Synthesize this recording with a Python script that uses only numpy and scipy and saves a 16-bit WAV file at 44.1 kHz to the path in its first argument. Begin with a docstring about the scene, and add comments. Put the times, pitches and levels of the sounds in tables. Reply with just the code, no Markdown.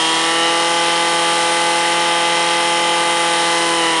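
"""A four-cylinder four-stroke fire pump runs flat out in the open: it gains a little speed, holds, then sags.
Its periodic firings sound a harmonic series, whose balance shifts with speed as the exhaust pipe resonates.
Unequal cylinders and the valve gear add a rasp that repeats every crank turn and every cycle.
Turbulent gas rushes with each firing, and the hose jets hiss beyond."""
import sys
import numpy as np
from scipy import signal
from scipy.fft import rfft, irfft
from scipy.io import wavfile
from scipy.ndimage import uniform_filter1d

SR = 44100
rng = np.random.default_rng(int(sys.argv[2]) if len(sys.argv) > 2 else 0)


def pcm_store(signal):
    """Save signal as 16-bit PCM."""
    levels = np.round(np.clip(np.atleast_2d(signal), -1, 1) * 32767)
    wavfile.write(sys.argv[1], SR, levels.astype(np.int16).T)


N = 176400
TIME_S, BIN_HZ = np.arange(N) / SR, np.arange(N // 2 + 1) * SR / N
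FULL_HZ = 169.3  # firing rate at full speed


def undb(db):
    """The decibel scale: 20 dB is a factor of ten in amplitude."""
    return 10 ** (np.asarray(db) / 20)


def curve(table):
    """Linear interpolation of (seconds, value) rows at every sample."""
    return np.interp(TIME_S, *np.array(table).T)


def gain_at(table, hz):
    """Frequency response: gain from (Hz, dB) rows, interpolated on a logarithmic axis."""
    row_hz, db = np.array(table).T
    return undb(np.interp(np.log(np.maximum(hz, 1)), np.log(row_hz), db))


def walk(hz):
    """Low-pass random motion of unit spread: hz steps a second, averaged twice."""
    span = max(int(SR / hz), 2)
    steps = rng.standard_normal(4096)[np.arange(N + 2 * span) // span % 4096]
    smooth = uniform_filter1d(uniform_filter1d(steps, span), span)
    return smooth[span:span + N] / np.sqrt(.55)


def colour(noise, table):
    """Linear filtering gives white noise the spectral density of (Hz, dB per Hz) rows."""
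    return irfft(rfft(noise / noise.std()) * gain_at(table, BIN_HZ), N) * np.sqrt(SR / 2)


# Exhaust spectrum. Each row: harmonic number, then its level in dB at each firing rate in PIPE_RATES_HZ.
EXHAUST_HARMONICS = [(1,-41.5,-41,-40),(2,-29,-27,-29.5),(3,-30.5,-25,-26.5),(4,-36.5,-31.5,-32),(5,-30.5,-22,-22),(6,-24.5,-34.5,-34),(7,-27,-26,-27),(8,-33,-27.5,-38),(9,-39,-36,-31.5),(10,-45,-38,-38),(11,-31.5,-26.5,-36),(12,-31,-31,-29),(13,-37,-36,-51.5),(14,-41,-48,-35.5),(15,-36,-33,-36),(16,-68,-45,-36.5),(17,-30.5,-24,-34),(18,-30,-26.5,-32.5),(19,-30,-34.5,-30),(20,-23.5,-35,-48),(21,-50,-45,-36.5),(22,-33,-36,-37.5),(23,-36,-29.5,-39.5)]
PIPE_RATES_HZ = [163.5, 167, 169.3]
# The throttle closes a little. Each row: time in seconds, depth as a multiple of EASED_COLOUR.
THROTTLE_EASING = [(3.45, 0), (3.72, 2), (4, 0.56)]
# Exhaust colour with the throttle eased. Each row: frequency at full speed in Hz, change in dB.
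EASED_COLOUR = [(350, 1), (680, -0.5), (850, -2), (1015, 6), (1190, -3.5), (1360, -2.5), (1700, 1),
                (1860, -2.5), (2040, 1), (2880, -3), (3050, -1), (3220, -3.5), (3400, -11), (3800, -1)]

def exhaust(firings, firing_hz):
    """Pipe resonance: the firing harmonics slide in and out of the pipe's modes as the speed changes."""
    easing = curve(THROTTLE_EASING)
    delay_firings = 5.0  # dispersion: the pipe delays the lowest harmonic this much, higher ones less
    out = 0
    for k, *levels_db in EXHAUST_HARMONICS:
        phase = -2 * np.pi * delay_firings * np.log(k) + 0.074 * k * rng.standard_normal()
        # moving air makes the harmonics waver, the high ones more
        waver_db = (0.2 + 0.41 * k * FULL_HZ / 1000) * walk(hz=5.79)
        pipe_db = np.interp(firing_hz, PIPE_RATES_HZ, levels_db)
        gain = undb(pipe_db + waver_db) * gain_at(EASED_COLOUR, k * FULL_HZ) ** easing
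        out = out + gain * np.sqrt(2) * np.cos(2 * np.pi * k * firings + phase)
    return out


# Unequal cylinders. Each entry: strength of one cylinder's puff in dB, in firing order.
CYLINDER_PUFF_DB = [-1.5, 2.5, -7, 2]

def puffs(firings, decay_firings=0.35):
    """Exponential decay: the envelope of a burst at each firing, as strong as its cylinder."""
    cylinder = np.floor(firings).astype(int) % 4
    return undb(CYLINDER_PUFF_DB)[cylinder] * np.exp(-(firings % 1) / decay_firings)


# Envelopes of three line spectra. Each row: frequency at full speed in Hz, relative level per line in dB.
CAM_LINES = [(42, -81.6), (127, -70), (212, -51), (380, -48), (600, -46), (850, -39), (1400, -49),
             (2000, -42), (2450, -47), (3000, -40), (4000, -51.5), (6500, -50), (7900, -49.5), (9300, -43),
             (11000, -69.5)]  # repeating only each cycle of four firings
CRANK_LINES = [(85, -62.5), (254, -47.5), (423, -38.5), (592, -53.5), (761, -37), (931, -37.5),
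               (1150, -41.5), (1450, -46), (1850, -41.0), (2300, -61), (2900, -37), (3800, -51.5),
               (4600, -57), (5300, -47), (6400, -53), (7900, -51), (8700, -74), (9800, -51), (11000, -74)]  # repeating each crank turn
BUZZ_LINES = [(4100, -41), (4400, -42), (4700, -46.5), (5300, -43), (6000, -53.5), (7200, -64.5),
              (7900, -60), (8600, -53), (9600, -50), (11000, -71)]  # repeating each firing, above the exhaust harmonics

def rasp(firings):
    """Fourier series: cylinders and valve gear clatter cyclically, giving harmonics of the cycle rate."""
    k = np.arange(1, 280)
    hz = k * FULL_HZ / 4
    cam = (k % 2 == 1) * gain_at(CAM_LINES, hz)
    crank = (k % 4 == 2) * gain_at(CRANK_LINES, hz)
    buzz = ((k % 4 == 0) & (k > 4 * len(EXHAUST_HARMONICS))) * gain_at(BUZZ_LINES, hz)
    lines = undb(-0.5) * (cam + crank + buzz)

    def clatter(gains, size=8192, floor=0.42):
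        """Phases taken from pulsed noise bunch a repeating waveform at the firings."""
        place = np.arange(size) / size * 4
        bursts = (floor + puffs(place)) * rng.standard_normal(size)
        phases = np.angle(rfft(bursts))[k]
        cycle = irfft(np.r_[0, gains * np.exp(1j * phases)], size) * size / np.sqrt(2)
        return np.interp(firings % 4, place, cycle)

    loose = np.clip(0.15 + 0.041 * hz / 1000, 0, 1)  # share that changes from cycle to cycle
    drifting = sum(walk(hz=5) * clatter(lines * loose) for _ in range(4)) / 2
    steady = clatter(lines * np.sqrt(1 - loose ** 2))
    return steady + drifting


# Rush of gas and machinery. Each row: frequency in Hz, relative spectral density in dB.
RUSH_SPECTRUM = [(25,-95),(60,-84),(90,-78),(140,-71),(220,-68.5),(330,-64.5),(450,-60),(620,-62),(780,-56),(900,-55.5),(1050,-57),(1300,-59),(1650,-60.5),(2020,-55.5),(2350,-61.5),(2750,-59.5),(3120,-56),(3450,-64.5),(3900,-58.5),(4500,-67.5),(5000,-67.5),(5350,-64),(5800,-70.5),(7300,-72.5),(7900,-83),(9000,-81),(10200,-76),(11400,-95)]

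def gas_rush(firings, steady_flow=0.86):
    """Turbulence makes broadband noise: a puff of gas at each firing, over the steady flow."""
    scatter_db = 1.2 * rng.standard_normal(1024)[np.floor(firings).astype(int) % 1024]
    flow = steady_flow + undb(scatter_db) * puffs(firings)
    return undb(-0.5 + 0.34 * walk(hz=7.16)) * colour(flow * rng.standard_normal(N), RUSH_SPECTRUM)


# Peaks and dips in the engine's treble. Each row: centre in Hz, width in Hz, gain in dB.
ENGINE_RESONANCES = [(3140, 42, 2), (4380, 42, 2), (5340, 120, 4), (5900, 89, -3.5), (5880, 140, 3.5),
                     (7860, 210, -11.5), (8480, 150, 3.5), (8840, 330, -11.5), (9940, 65, 3),
                     (9620, 140, -9), (10560, 170, 0)]

def metallic_ring(engine):
    """Resonance: narrow peaks and dips give the treble its metallic sizzle."""
    db = sum(peak_db * np.exp(-((BIN_HZ - centre) / width) ** 2)
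             for centre, width, peak_db in ENGINE_RESONANCES)
    return irfft(rfft(engine) * undb(db), N)


# Slow swell and fade of the treble. Each row: time in seconds, gain at the band's centre in dB.
TREBLE_SWELL = [(0, 2.5), (.5, 1), (1.2, 0.5), (2.3, 0), (2.9, -2), (3.3, -2), (3.65, 0.5), (4, -3.5)]

def open_air(engine, treble_hz=5500, width_octaves=0.32, drift_db=0.77):
    """Amplitude modulation: the treble swells and fades; each upper band drifts on its way through air."""
    spectrum = rfft(engine)
    octave = np.log2(np.maximum(BIN_HZ, 1))
    bell = np.exp(-((octave - np.log2(treble_hz)) / width_octaves) ** 2 / 2)
    out = engine + (undb(curve(TREBLE_SWELL)) - 1) * irfft(spectrum * bell, N)
    for centre in np.log2(2000) + np.arange(6) / 2:  # half-octave steps from 2 kHz
        band = irfft(spectrum * np.clip(1 - 2 * abs(octave - centre), 0, 1), N)
        out = out + (undb(drift_db * walk(hz=6.02)) - 1) * band
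    return out


# Hiss of the hose jets. Each row: frequency in Hz, spectral density in dB per Hz.
JET_SPECTRUM = [(200, -85), (1000, -70), (3000, -71.5), (6000, -69.5), (7900, -71), (8550, -63.5),
                (9600, -65), (10400, -69), (11400, -90)]

def water_jets(swell_db=1.0):
    """Broadband noise: distant jets make a smooth hiss that swells slightly."""
    return undb(swell_db * walk(hz=2.6)) * colour(rng.standard_normal(N), JET_SPECTRUM)


# Engine speed. Each row: time in seconds, firing rate in Hz.
FIRING_RATE = [(0, 161.7), (0.149, 163.3), (0.3, 165.5), (0.5, 167.5), (0.7, 169.0), (0.9, 169.6),
               (1.05, 169.2), (1.25, 169.1), (1.5, 169.3), (1.8, 169.7), (2.05, 170.3), (2.25, 169.5),
               (2.5, 170.1), (3, 170.2), (3.25, 169.3), (3.5, 169.2), (3.75, 168.4), (4, 163)]

def scene(wander_share=0.000471, jitter_s=4e-6):
    """Phase locking: one running count of firings drives all engine layers; a free field adds no echo."""
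    firing_hz = curve(FIRING_RATE)
    firings = np.cumsum(firing_hz * (1 + wander_share * walk(hz=9))) / SR
    firings += jitter_s * firing_hz * walk(hz=170)
    engine = metallic_ring(exhaust(firings, firing_hz) + rasp(firings) + gas_rush(firings))
    return (open_air(engine) + water_jets())[None]


def record(dry):
    """Compression evens the level, soft saturation rounds the highest peaks, a low-pass cuts the top."""
    target_db, average_s, strength = -15.5, 0.22, 0.58
    ceiling, cutoff_hz = 0.54, 11500
    power = uniform_filter1d(dry ** 2, int(average_s * SR), axis=-1)
    even = dry * (undb(target_db) / np.sqrt(power)) ** strength
    rounded = even / (1 + (even / ceiling) ** 8) ** (1 / 8)
    return signal.sosfilt(signal.ellip(8, .2, 70, cutoff_hz, fs=SR, output="sos"), rounded)


dry = scene()
out = record(dry)
pcm_store(out)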